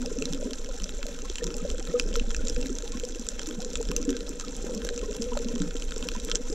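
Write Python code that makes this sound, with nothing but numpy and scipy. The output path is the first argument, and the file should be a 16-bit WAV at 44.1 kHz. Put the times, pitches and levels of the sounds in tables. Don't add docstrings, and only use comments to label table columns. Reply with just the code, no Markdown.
import sys
import numpy as np
from scipy import signal
from scipy.fft import rfft, irfft
from scipy.io import wavfile
from scipy.ndimage import uniform_filter1d, minimum_filter1d

SR = 44100
rng = np.random.default_rng(int(sys.argv[2]) if len(sys.argv) > 2 else 0)


def unload_wav(signal):
    wavfile.write(
        sys.argv[1],
        SR,
        np.round(np.clip(np.atleast_2d(signal).T, -1, 1) * 32767).astype(np.int16),
    )


def ratio_of_db(decibels):
    return 10 ** (np.asarray(decibels, float) / 20)


N = 288414

# (frequency [Hz], colour [dB])
SHELL_LOW = [(9, -23), (18, 3.5), (39, -8.5), (56, -14.5), (110, -47), (165, -23.5), (250, -15), (290, -18),
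             (351, -25), (478, -7.5), (550, -20), (606, -21), (670, -36.5)]
DEEP_THUD_DB, FULL_THUD_DB, THIN_THUD_DB = -1.5, -9.5, -16.5


def evened(x):
    return x / np.sqrt(np.mean(x ** 2) + 1e-20)


def levelled(x, size):
    return x / np.sqrt(uniform_filter1d(x ** 2, size) + 1e-20)


def lumpy(size):
    return evened(uniform_filter1d(rng.standard_normal(N), size))


def read_curve(points, hz):
    point_hz, value = np.transpose(points)
    return np.interp(np.log(hz + 1), np.log(point_hz + 1), value)


def follow(rows):
    seconds, db = np.transpose(rows)
    return ratio_of_db(np.interp(np.arange(N) / SR, seconds, db))


def add(mix, s, sound):
    part = mix[max(round(s * SR), 0):][:len(sound)]
    part += sound[:len(part)]


def scatter(sounds, per_s, scatter_db, cap):
    out = np.zeros(N)
    for when, which, size in rng.random((round(per_s * N / SR), 3)):
        gain = ratio_of_db(scatter_db * min(-np.log(size), cap))
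        add(out, when * N / SR, gain * sounds[int(which * len(sounds))])
    return out


def band(x, lo_hz, hi_hz, order=2):
    return signal.sosfilt(signal.butter(order, [lo_hz, hi_hz], "bandpass", fs=SR, output="sos"), x)


def shaped(x, gain):
    return irfft(rfft(x) * gain(np.fft.rfftfreq(x.shape[-1], 1 / SR)), x.shape[-1])


def through_shell(x, ring):
    return signal.oaconvolve(x, ring)[:N]


def shell_ring(size=4096):
    # (frequency [Hz], colour [dB])
    shell_high = [(380, -47), (650, 1.5), (1040, -3), (1440, -3), (2100, -9.5), (2650, -3.5), (4000, -6),
                  (5870, 1), (7500, -1), (8100, -15), (9300, -16.5), (9750, -23), (12600, -21.5),
                  (13300, -31.5), (15600, -36)]
    # (frequency [Hz], width [Hz], depth [dB])
    notches = [(700, 50, -14), (880, 70, -8), (1160, 80, -15), (2380, 130, -5), (2870, 170, -7),
               (4700, 420, -11), (5350, 220, -6), (6650, 400, -5)]
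    hz = abs(np.fft.fftfreq(size, 1 / SR))
    db = read_curve(shell_high, hz)
    for notch_hz, width_hz, depth_db in notches:
        db = db + depth_db / (1 + (2 * (hz - notch_hz) / width_hz) ** 2)
    log_gain = np.log(ratio_of_db(np.maximum(db, -100)))
    return np.fft.ifft(np.exp(np.conj(signal.hilbert(log_gain)))).real[:size // 2]


def surge():
    # (time [s], level [dB])
    swell = [(0.0, -32), (0.84, -33), (1.6, -33), (1.77, -26.5), (1.95, -39), (2.09, -24.5), (2.6, -26.5),
             (2.68, -32.5), (3.57, -37), (3.86, -29.5), (4.35, -38.5), (4.68, -34.5), (4.81, -42),
             (4.84, -32), (5.25, -35.5), (5.3, -30.5), (6.39, -32), (6.54, -29.5)]
    push = shaped(rng.standard_normal(N), lambda hz: ratio_of_db(read_curve(SHELL_LOW, hz)) * (hz < 130))
    lumps = ratio_of_db(0.89 * lumpy(4000))
    return follow(swell) * lumps * levelled(push, size=7000)


def pocket(hz, ms, glide, rise_ms=2.77, tail_db=-11):
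    t = np.arange(round(SR * ms * .004)) / SR * 1000
    after = ratio_of_db(tail_db) * np.cos(np.pi / 2 * t / t[-1]) ** 2
    shape = (1 - np.exp(-(t / rise_ms) ** 2)) * (np.exp(-(t / ms) ** 3) + after)
    return shape / shape.max() * np.sin(2 * np.pi * hz * (t + glide * t ** 2 / ms) / 1000)


def pocket_choir(pitches_hz, least_cycles, most_cycles, glide):
    cycles = rng.uniform(least_cycles, most_cycles, len(pitches_hz))
    return [pocket(hz, 1000 * c / hz, glide) for hz, c in zip(pitches_hz, cycles)]


def churn(wash_db=-8, count=40):
    # (time [s], level [dB])
    stirring = [(0.0, -40.5), (0.13, -38), (0.38, -37.5), (0.49, -42), (0.8, -44.5), (1.08, -43.5),
                (1.36, -46.5), (1.48, -39), (2.3, -40.5), (2.75, -41), (3.19, -43.5), (4.06, -36.5),
                (4.46, -43), (4.86, -38), (5.5, -40), (5.94, -42.5), (6.21, -40), (6.54, -42.5)]
    deep_db, low_db, upper_db, lumps_db = -11, -7.5, -3.5, 2.5
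    tones = pocket_choir(np.linspace(120, 650, count), 1.46, 8.8, glide=0.027)
    gurgle = scatter([x / np.linalg.norm(x) for x in tones], per_s=220, scatter_db=-3.5, cap=0.79)
    wash = band(rng.standard_normal(N), 154, 625)
    stirred = evened(gurgle) + ratio_of_db(wash_db) * evened(wash)
    water = shaped(stirred, lambda hz: ratio_of_db(read_curve(SHELL_LOW, hz)) * (hz > 95))
    low = shaped(water, lambda hz: 1 / (1 + (hz / 350) ** 12))
    deep = shaped(water, lambda hz: 1 / (1 + (hz / 225) ** 12))
    shared, own = uniform_filter1d(rng.standard_normal((2, N)), size=3000)
    layers = [(deep, deep_db, shared), (low - deep, low_db, shared), (water - low, upper_db, shared + own)]
    out = np.zeros(N)
    for layer, db, lumps in layers:
        out += ratio_of_db(db + lumps_db * evened(lumps)) * levelled(layer, size=3000)
    return follow(stirring) * out


def fizz(ring, level_db=-62, count=30):
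    tones = pocket_choir(np.geomspace(720, 2000, count), 8.6, 29.5, glide=0.031)
    chirps = scatter(tones, per_s=60, scatter_db=6.0, cap=1.76)
    return ratio_of_db(level_db) * evened(through_shell(chirps, ring))


def draws(count):
    return np.stack([rng.random((count, 900)), rng.standard_normal((count, 900))], 1)


def spike(draw, tail_db=-33):
    place, noise = draw
    ms = np.arange(900) / SR * 1000
    bounces = .75 * (place < .05) * np.sign(noise) * np.exp(-(ms / 1.6) ** 2) * (ms > .5)
    bounces[[0, 14]] = -.3, 1
    return bounces + ratio_of_db(tail_db) * noise * np.exp(-ms / 9) * np.minimum(ms, 1)


def crackle(ring, count=40):
    crackle_db, hiss_db = -50.5, -50
    ticks = []
    for draw, hz in zip(draws(count), np.geomspace(1300, 11000, count)):
        tint = band(spike(draw, -29.5)[::rng.choice([-1, 1])], hz * 0.82, hz * 1.14)
        tick = spike(draw) * .12 + tint
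        ticks.append(tick * (hz / 5000) ** 0.32 / np.linalg.norm(tick))
    far = through_shell(scatter(ticks, per_s=450, scatter_db=6.0, cap=2.46), ring)
    flicker = ratio_of_db(3.66 * lumpy(500))
    hiss = through_shell(flicker * rng.standard_normal(N), ring)
    return ratio_of_db(crackle_db) * evened(far) + ratio_of_db(hiss_db) * evened(hiss)


def bubbles(rows):
    out = np.zeros(N)
    for (s, hz, db, ms), glide in zip(rows, rng.normal(0.0012, 0.0105, len(rows))):
        add(out, s - .002, ratio_of_db(db) * pocket(hz, ms, glide, tail_db=-11 if hz < 700 else -24))
    return out


def clear_pockets():
    # (time [s], pitch [Hz], peak [dB], length [ms])
    large = [(0.001, 246, -28, 55), (0.181, 256, -26.5, 28), (0.3, 175, -32, 32), (0.328, 277, -31, 48),
             (0.456, 255, -28.5, 23), (0.516, 255, -31, 27), (1.441, 176.4, -33.5, 43),
             (1.625, 179, -31.5, 26), (1.794, 328, -27, 3.5), (2.275, 224, -30, 16), (2.576, 244, -29, 20),
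             (2.655, 266, -28.5, 19), (2.71, 255, -28.5, 20), (2.951, 245, -30.5, 15),
             (3.195, 247, -28.5, 13), (3.477, 311, -31, 31), (3.581, 194, -29, 17), (4.038, 300, -37, 18),
             (4.078, 276, -20, 30), (4.304, 273, -30.5, 12), (4.644, 370, -23.5, 3.4),
             (4.759, 204, -28, 30), (5.197, 228, -26.5, 20), (5.321, 242, -31.5, 38), (5.359, 242, -37, 29),
             (5.457, 229, -25, 18.5), (5.537, 243, -25.5, 29), (5.602, 182, -24, 28), (5.605, 290, -27, 40),
             (6.166, 218, -31.5, 20)]
    middle = [(0.115, 411, -28, 7.6), (0.427, 530, -27.5, 9.1), (0.687, 548, -33, 14.6),
              (0.99, 564, -38, 20), (1.085, 570, -35.5, 16.5), (2.451, 502, -35, 18),
              (3.635, 489, -33.5, 23), (1.421, 482, -26, 19), (1.65, 563, -25, 12), (1.69, 426, -32, 8.7),
              (1.74, 487, -28.5, 13), (1.941, 486, -18, 32.4), (2.168, 465, -24, 23), (2.566, 492, -29, 38),
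              (2.835, 451, -31.5, 18), (3.034, 476, -25.5, 17.4), (3.799, 458, -22, 14.4),
              (4.076, 478, -30.5, 46), (4.09, 376, -30.5, 43), (4.145, 478, -31, 35),
              (4.694, 506, -29.5, 22), (4.908, 470, -27, 9.6), (4.923, 474, -34.5, 103),
              (5.03, 432, -26, 9.4), (5.084, 426, -28.5, 36), (5.209, 465.6, -28, 46),
              (5.264, 495, -30.5, 51), (5.32, 453, -32, 22), (5.368, 565, -22.5, 9.2),
              (6.523, 447, -28, 16)]
    small = [(0.045, 795, -41.5, 10.4), (0.69, 1025, -47, 11), (1.246, 1050, -47, 19),
             (1.41, 1760, -41.5, 9.6), (1.598, 1250, -44, 14), (1.808, 758, -45.5, 19),
             (2.39, 1450, -42, 14), (2.935, 1070, -45.5, 24), (3.594, 744, -41, 14), (3.81, 800, -34, 2.8),
             (4.14, 1580, -44, 19), (4.691, 890, -41, 5), (5.03, 1033, -46, 25), (5.353, 810, -35, 5.3),
             (1.952, 1256, -37.5, 15), (4.438, 1265, -39, 14), (5.319, 995, -33.5, 12.6),
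             (6.151, 986, -36, 15), (6.292, 1276, -45, 43)]
    return bubbles([*large, *middle, *small])


def favoured(x, lo_hz, place, boost=2.07, sharpness=7):
    return x + boost * signal.lfilter(*signal.iirpeak(lo_hz * 1.654 ** (0.13 + place), sharpness, SR), x)


def snaps(ring, *kinds):
    regions_hz = [1000, 2380, 4650, 8300, 16000]
    faint_edge_db = -18.5
    parts = [band(ring, lo, hi, order=3)[:700] for lo, hi in zip(regions_hz, regions_hz[1:])]
    out = np.zeros(N)
    for rows, thud_db in kinds:
        for (s, energy_db, body_db, *edge_db), draw in zip(rows, draws(len(rows))):
            top_db = edge_db[0] if edge_db else faint_edge_db
            shares_db = energy_db - 2.5 + np.array([body_db + thud_db, body_db, 0, top_db])
            snap = 0
            for k, (part, lo_hz, db) in enumerate(zip(parts, regions_hz, shares_db)):
                rung = np.convolve(spike(np.roll(draw, 200 * k, axis=1)), part)
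                rung = favoured(rung, lo_hz, place=draw[0, k])
                snap = snap + ratio_of_db(db) * rung / np.linalg.norm(rung[:150])
            add(out, s - .0005, snap)
    return out


def faint_snaps(ring):
    # (time [s], energy [dB], body [dB re energy])
    deep = [(0.018, -14, -9), (0.6453, -15.5, -7), (0.6897, -16, -15), (0.8208, -15, -10),
            (1.1893, -16, -6.5), (1.5045, -19.5, 1), (1.5822, -15, -10), (1.7817, -16.5, -3.5),
            (1.8017, -20, 0), (1.9131, -21, -8), (1.991, -15, -8), (2.0889, -17, -6), (2.3136, -15, -5),
            (2.6941, -21.5, -0.5), (3.909, -22, 2), (2.8235, -13.5, -8), (2.9718, -14.5, -5),
            (3.4167, -16, -3), (5.581, -18, -7), (3.488, -11.5, -11), (4.1285, -23, 4), (4.8685, -15, -13),
            (5.0145, -18.5, -3), (5.3331, -20.5, 1), (5.5583, -18, 0), (5.7087, -24.5, 6.5),
            (6.1168, -18, -1), (6.1633, -14.5, -5.5), (5.7983, -15, -10), (5.9086, -14, -6),
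            (5.9805, -10.5, -24), (6.5002, -14, -13), (4.8185, -22, 5), (0.7131, -25, 1), (5.7553, -21, -2)]
    thin = [(0.7634, -20, -12), (0.3263, -12.5, -5), (0.3469, -15, -3), (2.0223, -15.5, -11),
            (0.428, -21, -3), (0.5844, -19, -2), (0.6608, -23.5, 3), (0.836, -14, -14), (0.9706, -19, -17),
            (1.2197, -15, -9), (1.3362, -21, -22), (1.4349, -16, -0.5), (1.714, -14, -20),
            (2.1482, -16, -12), (1.827, -15, -10), (1.852, -16.5, -4), (1.93, -22, -2), (2.1291, -21, 5),
            (2.175, -18, -6), (2.2938, -20, -18), (2.4512, -14, -11), (6.3055, -18, -10),
            (2.5478, -16, -24), (2.605, -20, -19), (2.6128, -11.5, -9), (2.6276, -18.5, 4.5),
            (2.9915, -27.5, -11), (3.0366, -15, -2), (3.1229, -20, -7), (3.1481, -17, -1.5),
            (3.1959, -11, -19), (3.4316, -13, -6), (3.4594, -17, -1), (3.4917, -19, -16),
            (3.6041, -13.5, -6), (3.6266, -17, -3), (3.7032, -14.5, -13), (3.7325, -14, -11),
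            (3.7401, -19, -18), (3.8142, -11, -14), (3.8529, -16, -4), (4.0156, -13, -14.5),
            (4.2714, -19, -8), (4.449, -15.5, -8), (4.4822, -17, 1), (4.5515, -16.5, -7), (4.709, -18, -16),
            (4.7768, -14.5, -7), (4.962, -14, -8), (4.9922, -16, -3), (6.5287, -15, -10), (5.1111, -14, -8),
            (5.1292, -19, -1), (5.1507, -18.5, -3), (5.2417, -15.5, -3), (5.3904, -13, -7),
            (5.4464, -16, -1.5), (5.5533, -14, -8), (5.5934, -18, -18), (5.602, -18, 0)]
    return snaps(ring, (deep, DEEP_THUD_DB), (thin, THIN_THUD_DB))


def faint_pockets():
    # (time [s], pitch [Hz], peak [dB], length [ms])
    low = [(0.217, 158, -38.5, 47), (2.21, 234, -31, 15), (0.81, 190, -38, 48), (1.056, 600, -35, 7.4),
           (1.48, 368, -37.5, 36), (1.3, 383, -29, 6.1), (1.887, 177, -35.5, 33), (1.899, 337, -30.5, 8.2),
           (2.7, 366, -35, 4.7), (2.436, 230, -31.5, 23), (2.592, 249.5, -34, 40), (3.7, 280, -43, 16),
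           (2.5, 288, -32, 14), (2.976, 280, -30, 7.0), (3.158, 334, -35, 9.9), (3.891, 167, -34.5, 24),
           (6.5, 312, -26, 7.1), (4.1, 250, -30, 49), (2.7, 376, -31, 14), (4.482, 253, -31, 11),
           (4, 280, -27, 6.9), (4.664, 480, -28, 9), (5.4, 441, -28, 10), (3.1, 310, -35, 7.0),
           (3.8, 431, -29.5, 6.1), (6.8, 240, -28, 9.1), (5.663, 170, -33.5, 29), (6.7, 548, -27.5, 7.3),
           (10, 575, -34.5, 20), (6.9, 485, -30.5, 64), (5.753, 260, -29.5, 11), (5.75, 475, -32, 19),
           (3.9, 410, -28.5, 13), (2.498, 470, -30.5, 12), (2.14, 520, -32, 12), (5.965, 437, -28, 7.4),
           (0.168, 465, -29, 8.9)]
    high = [(0.026, 1400, -44, 7.4), (1.896, 1852, -44, 8.7), (1.907, 1280, -43, 8.6),
            (3.613, 1420, -43.5, 8.2), (4.864, 1610, -45, 12), (5.371, 960, -33, 4.3)]
    return bubbles([*low, *high])


def near_snaps(ring):
    # (time [s], energy [dB], body [dB re energy], edge [dB re energy])
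    deep = [(1.029, -16, 4, -13), (1.4415, -4.5, -14.5, -19), (1.4763, -15, -7, -25),
            (1.7968, -12.5, -11, -27), (1.8732, -26.5, 10, 0), (2.1558, -13.5, 7.5, -20),
            (2.306, -11.5, -2.5, -16), (2.3466, -8, -1.5, -20), (2.3649, -6.5, -14, -16),
            (2.5629, -14, -1, -25), (2.659, -23, 7, -1), (3.2675, -13.5, -8, -17), (3.394, -8, -5, -32),
            (3.51, -24, 8, -1), (3.8281, -11.5, -12, -17), (3.915, -9.5, -1.5, -8),
            (4.0926, -10.5, -5, -20), (4.398, -8, -9.5, -29), (4.4107, -11.5, -6, -23),
            (4.849, -8.5, -10.5, -11), (4.8896, -10.5, 2, -16), (4.9775, -8, -12, -23),
            (5.3735, -11, 0.5, -14), (5.6188, -9, -4, -25), (5.921, -16.5, 4.5, -25),
            (5.9618, -12, -7, -25), (6.2868, -26, 10.5, -19), (6.2983, -12.5, -3, -9),
            (6.3502, -5.5, -12, -23)]
    full = [(0.06, -7, -9.5, -18), (0.2228, -7.5, 0, -18), (0.334, -10, -2, -14), (0.5084, -16, 0.5, -7),
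            (0.5333, -10.5, -1, -13), (0.8, -24, 8, -3), (0.8926, -18.5, 6, -9), (1.0667, -12.5, -3.5, -11),
            (1.3567, -9.5, 0, -16), (1.3834, -14, 4.5, -18), (1.4675, -9.5, -3, -20),
            (1.7014, -11, -1, -24), (1.9975, 1, -0.5, -15), (2.162, -4.5, -23, -14), (2.7857, -7, -9, -20),
            (2.9207, -12, -5.5, -24), (3.2878, 0.5, -12.5, -17.5), (3.619, -12.5, -9, -14),
            (3.6477, -8, -8.5, -26), (3.7555, -4, -1.5, -28), (3.888, -12.5, -4.5, -22),
            (3.9644, 3, -14, -14.5), (4.028, -11, -10, -26), (4.1047, -7.5, -7, -13),
            (4.1671, -11, -1.5, -18), (4.2067, -19.5, 5, -19.5), (6.026, -14, 3, -17),
            (6.0874, -8.5, 4, -9), (6.3153, -2.5, 1.5, -28), (6.3554, 4, -10.5, -35)]
    thin = [(0.1868, -9.5, -11, -26), (0.2553, -5.5, -2, -14), (0.8418, -6, -9.5, -26),
            (1.2992, -10.5, -1.5, -29), (1.542, -11.5, -8, -17), (1.567, -12.5, -15, -8),
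            (2.1408, -11.5, -7, -27), (2.1972, -11.5, 5, -26), (2.4717, -8.5, -2, -28),
            (2.4832, -3.5, -14, -25), (2.498, -4.5, -12, -16), (2.6688, -13, -8, -20),
            (2.7528, -9.5, -29, -24), (2.8779, -14.5, -0.5, -16), (2.9983, -10.5, -5.5, -15),
            (3.051, -9.5, -17, -16), (3.088, -13, -20, -18), (3.4722, -12.5, -14, -7),
            (3.7733, -13, -20, -16), (4.0519, -10.5, -19, -27), (4.2922, -9, -28, -14),
            (4.5662, -12, -23, -9), (4.7487, -10.5, -24, -12), (5.166, -13, -10, -8),
            (5.2212, -4.5, -12, -18), (5.4854, -12.5, -5, -30), (5.767, -17.5, 3, -16),
            (5.8222, -13, 1, -21), (6.1996, -13.5, -3, -14), (6.2488, -9.5, -11, -7),
            (4.6256, -15.5, -23, -10)]
    return snaps(ring, (deep, DEEP_THUD_DB), (full, FULL_THUD_DB), (thin, THIN_THUD_DB))


def microphones(x):
    # (frequency [Hz], left-right [dB], left leads by [radians], likeness [0-1])
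    ports = [(50, -.8, .06, 1), (300, -.3, .26, 1), (560, 1.3, .08, 1), (760, -5, -1, .7),
             (1020, -2.4, .43, .85), (1250, 5, .1, .9), (1500, 1.2, -.9, .9), (1900, 3, -.3, .8),
             (2750, 2.7, -1.4, .7), (3000, -6, .9, .6), (3600, -3.7, .1, .94), (6000, -1.6, 0, .97),
             (9000, .1, 0, .9), (12500, 1.8, 0, .6)]
    hz, lean_db, lead, same = np.transpose(ports)

    def fixed_side(f):
        ratio = ratio_of_db(read_curve(np.c_[hz, lean_db], f)) * np.exp(1j * read_curve(np.c_[hz, lead], f))
        return (ratio - 1) / (ratio + 1)

    def moving_side(f):
        return np.sqrt(1 - read_curve(np.c_[hz, same], f)) * 0.43 * (f > 600)

    direction = lumpy(400)
    side = shaped(x, fixed_side) + shaped(direction * x, moving_side)
    return np.array([x + side, x - side])


def starved(x, from_hz=13000, keep_db=-6.0, hungry=.8, click_db=12.0, holes=0.59):
    ceiling_hz, ceiling_step_hz = 15830, 690
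    hz, _, z = signal.stft(x, SR, nperseg=1024)
    frames = z.shape[2]
    bin_hz = hz[:, None]
    power = uniform_filter1d((abs(z) ** 2).sum(0), size=16, axis=0)[8::16].repeat(16, axis=0)
    floor_db = keep_db + .6 * (bin_hz[:512] - from_hz) / 1000
    usual = np.median(power, 1, keepdims=True) * ratio_of_db(floor_db) ** 2
    z[:, :512] *= (power > usual) | (bin_hz[:512] < from_hz)
    steps = np.floor(hungry * rng.exponential(1, frames)).repeat(2)[:frames]
    patches = evened(uniform_filter1d(rng.standard_normal((frames, 65)), size=4, axis=0))
    patches = patches.repeat(8, axis=1).T[:513]
    top = power[hz[:512] > 4000].sum(0)
    lifted = top > np.median(top) * ratio_of_db(click_db) ** 2
    after_click = np.roll(lifted, 2) | np.roll(lifted, 3)
    ceiling = np.where(after_click, from_hz, ceiling_hz - ceiling_step_hz * steps)
    z *= lifted | (bin_hz < from_hz) | ((bin_hz < ceiling) & (patches < holes))
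    mono = (bin_hz > 6500) & (bin_hz < 10500) & (patches > .1)
    z = np.where(mono, z.mean(0), z)
    return signal.istft(z, SR, nperseg=1024)[1][:, :N]


def pinched(x, click_db=18.0, under_db=-48.0):
    hz, _, z = signal.stft(x, SR, nperseg=256)
    power = uniform_filter1d((abs(z) ** 2).sum(0), size=8, axis=0)
    loud = power[hz > 3000].max(0)
    near = -minimum_filter1d(-loud, size=9)
    drop = (near > np.median(loud) * ratio_of_db(click_db) ** 2) & (power < near * ratio_of_db(under_db) ** 2)
    return signal.istft(z * ~(drop & (hz[:, None] > 8800)), SR, nperseg=256)[1][:, :N]


def scene():
    ring = shell_ring()
    water = surge() + churn() + fizz(ring)
    pockets = clear_pockets() + faint_pockets()
    shrimp = crackle(ring) + faint_snaps(ring) + near_snaps(ring)
    return microphones(water + pockets + shrimp)


def top_cut(x):
    return signal.sosfilt(signal.butter(12, 16510, fs=SR, output="sos"), x)


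def record(dry):
    edge_hz = 16600
    limited = signal.oaconvolve(dry, signal.firwin(301, edge_hz, fs=SR)[None], "same")
    mix = pinched(starved(limited))
    return top_cut(mix)


dry = scene()
out = record(dry)
unload_wav(out)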